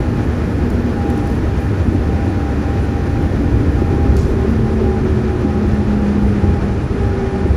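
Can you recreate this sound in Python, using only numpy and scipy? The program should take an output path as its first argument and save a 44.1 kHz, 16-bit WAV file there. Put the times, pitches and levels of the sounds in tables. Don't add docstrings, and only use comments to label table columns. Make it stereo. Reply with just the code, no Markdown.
import sys
import numpy as np
from scipy import signal
from scipy.fft import rfft, irfft
from scipy.io import wavfile
from scipy.ndimage import uniform_filter1d, minimum_filter1d

SR = 44100
rng = np.random.default_rng(int(sys.argv[2]) if len(sys.argv) > 2 else 0)


def pcm_store(signal):
    levels = np.round(np.clip(np.atleast_2d(signal), -1, 1) * 32767)
    wavfile.write(sys.argv[1], SR, levels.astype(np.int16).T)


N = 333792
TIME = np.arange(N) / SR
BINS = np.maximum(np.arange(N // 2 + 1) * SR / N, 1)
LEFT_RIGHT = np.array([[1], [-1]])


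# [t/s, body rumble level/dB, panel roar level/dB]
BEAM_ROUGHNESS = [(0, -17, -21), (2.3, -16.5, -20.5), (3.3, -17.5, -22), (3.95, -14.5, -19.5),
                  (4.65, -16, -20.5), (6.1, -19.5, -20.5), (6.75, -18.5, -22), (7.57, -20.5, -23.5)]
# [f/Hz, level/dB per Hz]
BODY_SPECTRUM = [(15, -34), (25, -17.5), (36, -9.5), (45, -12), (55, -6.5), (68, 0), (84, -1), (100, -5.5),
                 (128, -6), (155, -14.5), (220, -40), (500, -75)]
# [f/Hz, level/dB per Hz]
PANEL_SPECTRUM = [(90, -49), (150, -2), (185, 2), (245, 1.5), (272, -1.5), (330, -0.25), (385, -3),
                  (440, -5.5), (510, -9), (600, -26.5), (900, -23), (2500, -59.5)]
# [f/Hz, level/dB per Hz]
JOLT_SPECTRUM = [(20, -31), (42, -23), (60, -1), (80, 0.5), (100, -2.5), (130, -18.5), (170, -28),
                 (400, -74.5)]
# [t/s, level/dB]
JOLTS = [(.22, -18.5), (1.67, -19), (2.77, -18), (3.51, -16.5), (4.07, -14), (4.79, -15), (5.03, -16.5),
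         (5.63, -14.5), (6.20, -15), (6.42, -12.5), (7.0, -13), (7.43, -13.5)]
JOLT_ATTACK_S, JOLT_HOLD_S, JOLT_RELEASE_S = 0.022, 0.056, 0.11
JOLT_PANEL_DB = -14
SWAY_HZ, RUMBLE_SWAY_DB, ROAR_SWAY_DB = 2.5, 0.9, 0.82

# [t/s, level/dB before onset and decay, f/Hz]
BUMPS = [(1.946, -11, 291), (3.093, -15, 272), (3.818, -8, 366), (3.927, -13, 358), (4.057, -8, 283),
         (4.445, -14, 400), (4.51, -14, 240), (4.812, -13, 380), (5.447, -7, 290), (5.644, -13, 334),
         (6.179, -9, 245), (6.439, -13, 340), (7.456, -10, 374)]
BUMP_ATTACK_S, BUMP_DECAY_S = .0015, .011

# [f/Hz, level/dB per Hz]
TREAD_SPECTRUM = [(1350, -30), (1650, -3), (1830, 0), (2000, -5), (2400, -25)]
TREAD_DB, TREAD_DB_PER_HZ = -47.5, 2.2

# [t/s, shaft rate f/Hz]
SHAFT_RATE = [(0, 26.64), (1, 26.62), (2, 26.41), (3, 26.2), (3.6, 26.05), (4.1, 25.37), (5.1, 23.97),
              (6.1, 22.82), (7.57, 21.25)]
# [t/s, share 0-1]
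BRAKE_SHARE = [(0, 0.5), (3.55, 0.05), (4.05, 0.99), (7.57, 0.71)]
DRIVE_MULTIPLES = [9, 11, 15.5, 18, 22, 37, 42.3]
# [cruising level/dB, braking level/dB, roughness 0-1]
DRIVE_LEVELS = [(-23, -16, .05), (-22.5, -21, .06), (-34, -17.6, .22), (-24, -18.3, .28), (-22, -23, .35),
                (-25, -40, .3), (-40, -27.3, .33)]
# [multiple of the shaft rate, start t/s, length t/s, level change/dB]
DRIVE_SWELLS = [(9, 0, .25, 4), (9, .25, .35, -5), (9, .6, .38, 6), (9, 1.02, .22, 8), (9, 1.45, .2, 4),
                (9, 1.9, .2, 8), (9, 2.75, .22, 4), (9, 3.3, .42, 6), (9, 4.08, .4, -4), (9, 4.62, .68, 2),
                (9, 5.27, .17, -9), (9, 5.9, .58, 1.2), (9, 6.48, .15, -3), (9, 6.59, .18, 5),
                (9, 6.73, .35, -8), (9, 7.3, .22, 10), (11, 1, .3, 7), (11, 1.75, .2, 3),
                (11, 2.2, .57, 5.5), (11, 3.06, .32, 5), (11, 3.33, .42, 10.5), (11, 4.92, .55, 10),
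                (15.5, 4.2, .16, -4), (15.5, 4.46, .16, -4), (15.5, 4.92, .15, -2), (15.5, 5.12, .42, 2.5),
                (15.5, 5.95, .8, -3), (18, 4.85, .22, 4), (18, 6.13, .16, -8), (18, 6.35, .22, 2.5),
                (18, 6.52, .14, -7), (18, 6.75, .17, -12), (18, 7.14, .24, 1.5), (42.3, 3.88, .18, 11),
                (42.3, 4.11, .17, 5.5), (42.3, 4.24, .14, -6), (42.3, 4.35, .16, 5), (42.3, 4.47, .15, -6),
                (42.3, 4.6, .19, 6), (42.3, 4.98, .45, 5)]
SWELL_FADE_S = .07
SHAKE_HZ = 22
# [f/Hz, half width f/Hz, level/dB]
CABIN_MODES = [(205.5, 5, -.7), (220, 5.5, -7.8), (240, 6, -11), (288, 6, -10.5), (372, 7, -4.5),
               (389, 7, -9), (402, 7, -19), (440, 9, -17), (1028, 10, -25), (1062, 14, -21)]
# [f/Hz, level/dB per Hz]
GEAR_SPECTRUM = [(850, -33), (1080, 4), (1200, 17.5), (1300, 15), (1430, 0), (1600, -48)]

# [f/Hz, level/dB per Hz]
AIR_SPECTRUM = [(200, -17), (520, 6), (660, 4.5), (900, 0.5), (1100, -3.5), (1350, -2), (1750, -4),
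                (2200, -8.5), (2450, -10), (3200, -15.5), (4200, -19), (6200, -23), (7500, -31.5),
                (8600, -41.5), (10000, -69)]
# [f/Hz, level/dB per Hz]
HISS_SPECTRUM = [(4000, -17), (7000, 3.5), (8500, 11), (10500, 5.5), (12000, -15), (14200, -19),
                 (15000, -11), (15500, -16)]
# [f/Hz, left minus right level/dB]
AIR_SIDE = [(500, -0.5), (1200, 2), (1900, 3), (2450, 0.5), (3200, 2.5), (4800, 3.5), (5700, 7),
            (6800, 2.5), (8200, 6)]
# [f/Hz, half width f/Hz, level/dB over the rush]
DUCT_MODES = [(1073, 12, -8), (1284, 16, -4.5), (1446, 24, -5), (1730, 22, -18), (2433, 32, -4)]

# [t/s, f/Hz]
BLOWER_PITCH = [(0, 811), (.6, 811), (1.2, 806), (1.5, 799), (2.2, 797), (3.4, 800), (4, 807), (5.5, 808),
                (6.4, 811), (7.57, 809)]
# [start t/s, length t/s, level/dB]
BLOWER_STRETCHES = [(0, .07, -36), (.14, .12, -36), (.38, .09, -36), (.57, .11, -35), (.945, .21, -31),
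                    (1.13, .2, -31.5), (1.46, .1, -35), (1.59, .1, -34), (2.04, .12, -36), (2.14, .17, -33),
                    (2.3, .25, -34), (2.63, .2, -32), (2.83, .22, -35), (3.03, .28, -34.5),
                    (3.42, .24, -38.5), (3.755, .4, -32.5), (4.33, .13, -34.5), (4.63, .15, -34.5),
                    (4.82, .2, -31), (5.27, .11, -34), (5.43, .18, -32.5), (5.68, .17, -36.5),
                    (5.87, .22, -35), (6.14, .15, -37), (6.4, .22, -34), (6.63, .13, -35.5),
                    (6.79, .11, -37), (6.98, .2, -33.5), (7.17, .34, -35)]
BLOWER_FADE_S = .03
MURMUR_DB, MURMUR_SWING_DB, MURMUR_SWING_HZ = -45, 2.8, 9.3
WHISTLE_PITCHES = [1679, 1798, 4077, 4317, 4331, 4436, 4797, 4949, 5124, 10363]
# [level/dB, left minus right level/dB]
WHISTLE_LEVELS = [(-56, 7), (-51.5, 6), (-72, 4), (-70, 4), (-71, 4), (-67, 5), (-67.5, 5), (-69, 3),
                  (-73, 4), (-78.5, 0)]

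# [t/s, level/dB, ring level/dB over the tick]
TICKS = [(.702, -37, -13), (1.101, -35.5, -18), (1.176, -40.5, -19), (1.273, -40, -20), (1.301, -42, -20),
         (1.323, -44, -20), (1.604, -44, -20), (3.224, -46, -18), (3.721, -45, -18), (4.167, -34.5, -3),
         (4.186, -43, -1), (4.289, -45, -18), (4.411, -45, -16), (5.417, -46, -16), (5.746, -46, -18)]
# [f/Hz, level/dB per Hz]
SNAP_SPECTRUM = [(1500, -25), (3500, -12), (4600, -3), (7000, -4), (10500, 0), (14000, -8), (16000, -12)]
# [f/Hz, level/dB per Hz]
RATTLE_SPECTRUM = [(1500, -16), (2900, -2), (4600, 0), (7000, -2), (9000, -10), (14000, -19)]
# [f/Hz, level/dB, decay t/s]
TRIM_MODES = [(3950, -11, .006), (4540, 0, .007), (4790, -9, .014), (5790, -10, .012), (6560, -12, .012)]
SNAP_S, RATTLE_S = .0038, .07
KNOCK_DB = -7
CHATTER_DB, CHATTER_HZ = 2.8, 90

# [t/s, length t/s, level/dB]
RUSTLES = [(.68, 0.071, -53), (1.12, .12, -58), (1.238, 0.17, -53), (1.563, .12, -51), (3.7, 0.28, -58),
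           (4.26, 0.082, -54), (4.473, 0.073, -52), (6.168, .15, -55)]
# [f/Hz, level/dB per Hz]
RUSTLE_SPECTRUM = [(3000, -9), (7000, -3), (10000, -1), (14000, -6), (16000, -8)]

# [f/Hz, left lead/rad]
CHANNEL_PHASE = [(7000, 0), (8300, -2.9), (8750, -3.4), (9600, -6.2), (10800, -6.4), (11600, -9.4),
                 (12500, -9.5), (13100, -12.5), (15000, -12.6)]
PEAK_LIMIT, LIMITER_S, TOP_HZ = .88, .02, 15000


def undb(db):
    return 10 ** (np.asarray(db) / 20)


def unit(x):
    return x / np.sqrt(np.mean(x ** 2))


def curve(rows):
    return np.interp(TIME, *np.transpose(rows))


def response(points, hz):
    f, value = np.transpose(points)
    return np.interp(np.log(hz), np.log(f), value)


def colour(x, points):
    gain = unit(undb(response(points, BINS)))
    return irfft(rfft(x) * gain, N)


def walk(rate):
    lowpass = np.exp(-.5 * (BINS / rate) ** 2)
    return unit(irfft(rfft(rng.standard_normal(N)) * lowpass, N))


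def stereo_noise(side_db):
    mid, side = rng.standard_normal((2, N))
    return unit(mid + undb(side_db) * side * LEFT_RIGHT)


def steady(x, span):
    power = np.mean(x ** 2, axis=0)
    return x / np.sqrt(uniform_filter1d(power, int(span * SR)))


def since(start):
    return np.maximum(TIME - start, 0)


def envelope(start, attack, hold, release):
    return np.interp(TIME - start, np.cumsum([0, attack, hold, release]), [0, 1, 1, 0])


def resonances(modes, hz):
    return sum(undb(db) / (1 + ((hz - centre) / width) ** 2) for centre, width, db in modes)


def tyres():
    body = steady(colour(stereo_noise(side_db=-21.5), BODY_SPECTRUM), span=0.11)
    panels = steady(colour(stereo_noise(side_db=-12.5), PANEL_SPECTRUM), span=0.24)
    boom = steady(colour(stereo_noise(side_db=-26), JOLT_SPECTRUM), span=0.06)
    times, rumble_db, roar_db = np.transpose(BEAM_ROUGHNESS)
    rumble = undb(np.interp(TIME, times, rumble_db) + RUMBLE_SWAY_DB * walk(SWAY_HZ))
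    roar = undb(np.interp(TIME, times, roar_db) + ROAR_SWAY_DB * walk(SWAY_HZ))
    jolts = np.zeros(N)
    for start, db in JOLTS:
        jolts += undb(db) * envelope(start, JOLT_ATTACK_S, JOLT_HOLD_S, JOLT_RELEASE_S)
    panel_level = np.hypot(roar, undb(JOLT_PANEL_DB) * jolts)
    return body * rumble + boom * jolts + panels * panel_level


def bumps():
    out = np.zeros(N)
    phase_scatter = .5 * walk(90)
    for start, db, hz in BUMPS:
        age = since(start)
        strike = (1 - np.exp(-age / BUMP_ATTACK_S)) * np.exp(-age / BUMP_DECAY_S)
        out += undb(db) * strike * np.sin(2 * np.pi * hz * age + phase_scatter)
    return np.sqrt(2) * out


def tread():
    slowing_hz = SHAFT_RATE[0][1] - curve(SHAFT_RATE)
    hiss = colour(stereo_noise(side_db=-26), TREAD_SPECTRUM)
    return hiss * undb(TREAD_DB - TREAD_DB_PER_HZ * slowing_hz)


def drive_swell(multiple):
    return sum(db * envelope(start, SWELL_FADE_S, length - 2 * SWELL_FADE_S, SWELL_FADE_S)
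               for which, start, length, db in DRIVE_SWELLS if which == multiple)


def drive(brake):
    shaft_hz = curve(SHAFT_RATE)
    out = np.zeros((2, N))
    for multiple, (cruise_db, brake_db, rough) in zip(DRIVE_MULTIPLES, DRIVE_LEVELS):
        hz = multiple * shaft_hz
        phase = 2 * np.pi * np.cumsum(hz) / SR + multiple * 0.02 * walk(2.7)
        load_db = cruise_db + brake * (brake_db - cruise_db) + drive_swell(multiple)
        cabin_gain = resonances(CABIN_MODES, hz) + undb(-32)
        loudness = undb(load_db + 2 * rough * walk(8)) * cabin_gain
        shake = unit(1 + rough * walk(SHAKE_HZ)) * np.exp(1j * rough * walk(SHAKE_HZ))
        tone = np.exp(1j * (phase + 0.17 * walk(4.1) * LEFT_RIGHT))
        out += np.sqrt(2) * loudness * np.imag(shake * tone)
    return out


def gears(brake):
    rasp = colour(stereo_noise(side_db=-4), GEAR_SPECTRUM)
    return rasp * brake * undb(-44)


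def ventilation():
    rush = colour(stereo_noise(side_db=0.55), AIR_SPECTRUM)
    side_gain = undb(response(AIR_SIDE, BINS) * LEFT_RIGHT / 2)
    rush = irfft(rfft(rush) * (1 + resonances(DUCT_MODES, BINS)) * side_gain, N)
    grains = stereo_noise(side_db=-27) * undb(1.2 * walk(300))
    hiss = colour(grains, HISS_SPECTRUM)
    return rush * undb(-28.0 + 0.65 * walk(12.4)) + hiss * undb(-55.5 + 1.1 * walk(12))


def blower_level():
    level_db = MURMUR_DB + MURMUR_SWING_DB * walk(MURMUR_SWING_HZ)
    for start, length, db in BLOWER_STRETCHES:
        hold = max(length - 2 * BLOWER_FADE_S, 0)
        singing = envelope(start, BLOWER_FADE_S, hold, BLOWER_FADE_S)
        level_db = level_db + singing * (db - level_db)
    return level_db


def blower():
    level_db = blower_level()
    slip_hz = 6 * undb(-46 - level_db) * np.tanh(2 * walk(2))
    phase = 2 * np.pi * np.cumsum(curve(BLOWER_PITCH) + slip_hz) / SR + 0.24 * walk(19)
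    flutter_db = 1.1 * walk(20)
    loudness = undb(level_db + flutter_db - 0.65 * LEFT_RIGHT)
    return np.sqrt(2) * loudness * np.sin(phase + 0.45 * LEFT_RIGHT)


def whistles():
    out = np.zeros((2, N))
    for hz, (db, pan_db) in zip(WHISTLE_PITCHES, WHISTLE_LEVELS):
        phase_waver = 0.61 * np.array([walk(1.7), walk(1.4)])
        loudness = undb(db + 2 * walk(4.0) + pan_db * LEFT_RIGHT / 2)
        out += loudness * np.sin(2 * np.pi * hz * TIME + phase_waver)
    return np.sqrt(2) * out


def trim():
    snap, ring, tones = np.zeros((3, N))
    age = TIME[:SR // 4]
    modes = np.zeros(len(age))
    for hz, db, decay in TRIM_MODES:
        modes += undb(db) * np.exp(-age / decay) * np.sin(2 * np.pi * hz * age)
    for start, db, ring_db in TICKS:
        size = undb(db) * (TIME >= start)
        contact = np.exp(-(since(start) / SNAP_S) ** 2)
        dying_away = np.exp(-since(start) / RATTLE_S)
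        snap += size * contact
        ring += size * undb(ring_db) * (undb(KNOCK_DB) * contact + dying_away)
        first = int(start * SR)
        tones[first:first + len(modes)] += undb(db + ring_db) * modes
    chatter = unit(stereo_noise(side_db=-2) * undb(CHATTER_DB * walk(CHATTER_HZ)))
    rattle = colour(ring * chatter, RATTLE_SPECTRUM)
    return colour(snap * stereo_noise(side_db=-4), SNAP_SPECTRUM) + rattle + tones


def rustles():
    contact = np.zeros(N)
    for start, length, db in RUSTLES:
        progress = np.clip((TIME - start) / length, 0, 1)
        contact += undb(db) * np.sqrt(np.abs(np.sin(np.pi * progress)))
    grains = unit(stereo_noise(side_db=-25) * undb(2.8 * walk(250)))
    return colour(contact * grains, RUSTLE_SPECTRUM)


def scene():
    brake = np.clip(curve(BRAKE_SHARE), 0, 1)
    running = tyres() + bumps() + tread() + drive(brake) + gears(brake)
    return running + ventilation() + blower() + whistles() + trim() + rustles()


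def record(dry):
    soft_ends = signal.windows.tukey(N, .001)
    turn = np.exp(1j * response(CHANNEL_PHASE, BINS) * LEFT_RIGHT / 2)
    pair = irfft(rfft(dry * soft_ends) * turn, N)
    size = int(LIMITER_S * SR)
    headroom = PEAK_LIMIT / np.maximum(np.abs(pair).max(axis=0), PEAK_LIMIT)
    limited = pair * uniform_filter1d(minimum_filter1d(headroom, size), size)
    top_cut = signal.ellip(8, .2, 70, TOP_HZ, fs=SR, output="sos")
    return signal.sosfilt(top_cut, limited)


dry = scene()
out = record(dry)
pcm_store(out)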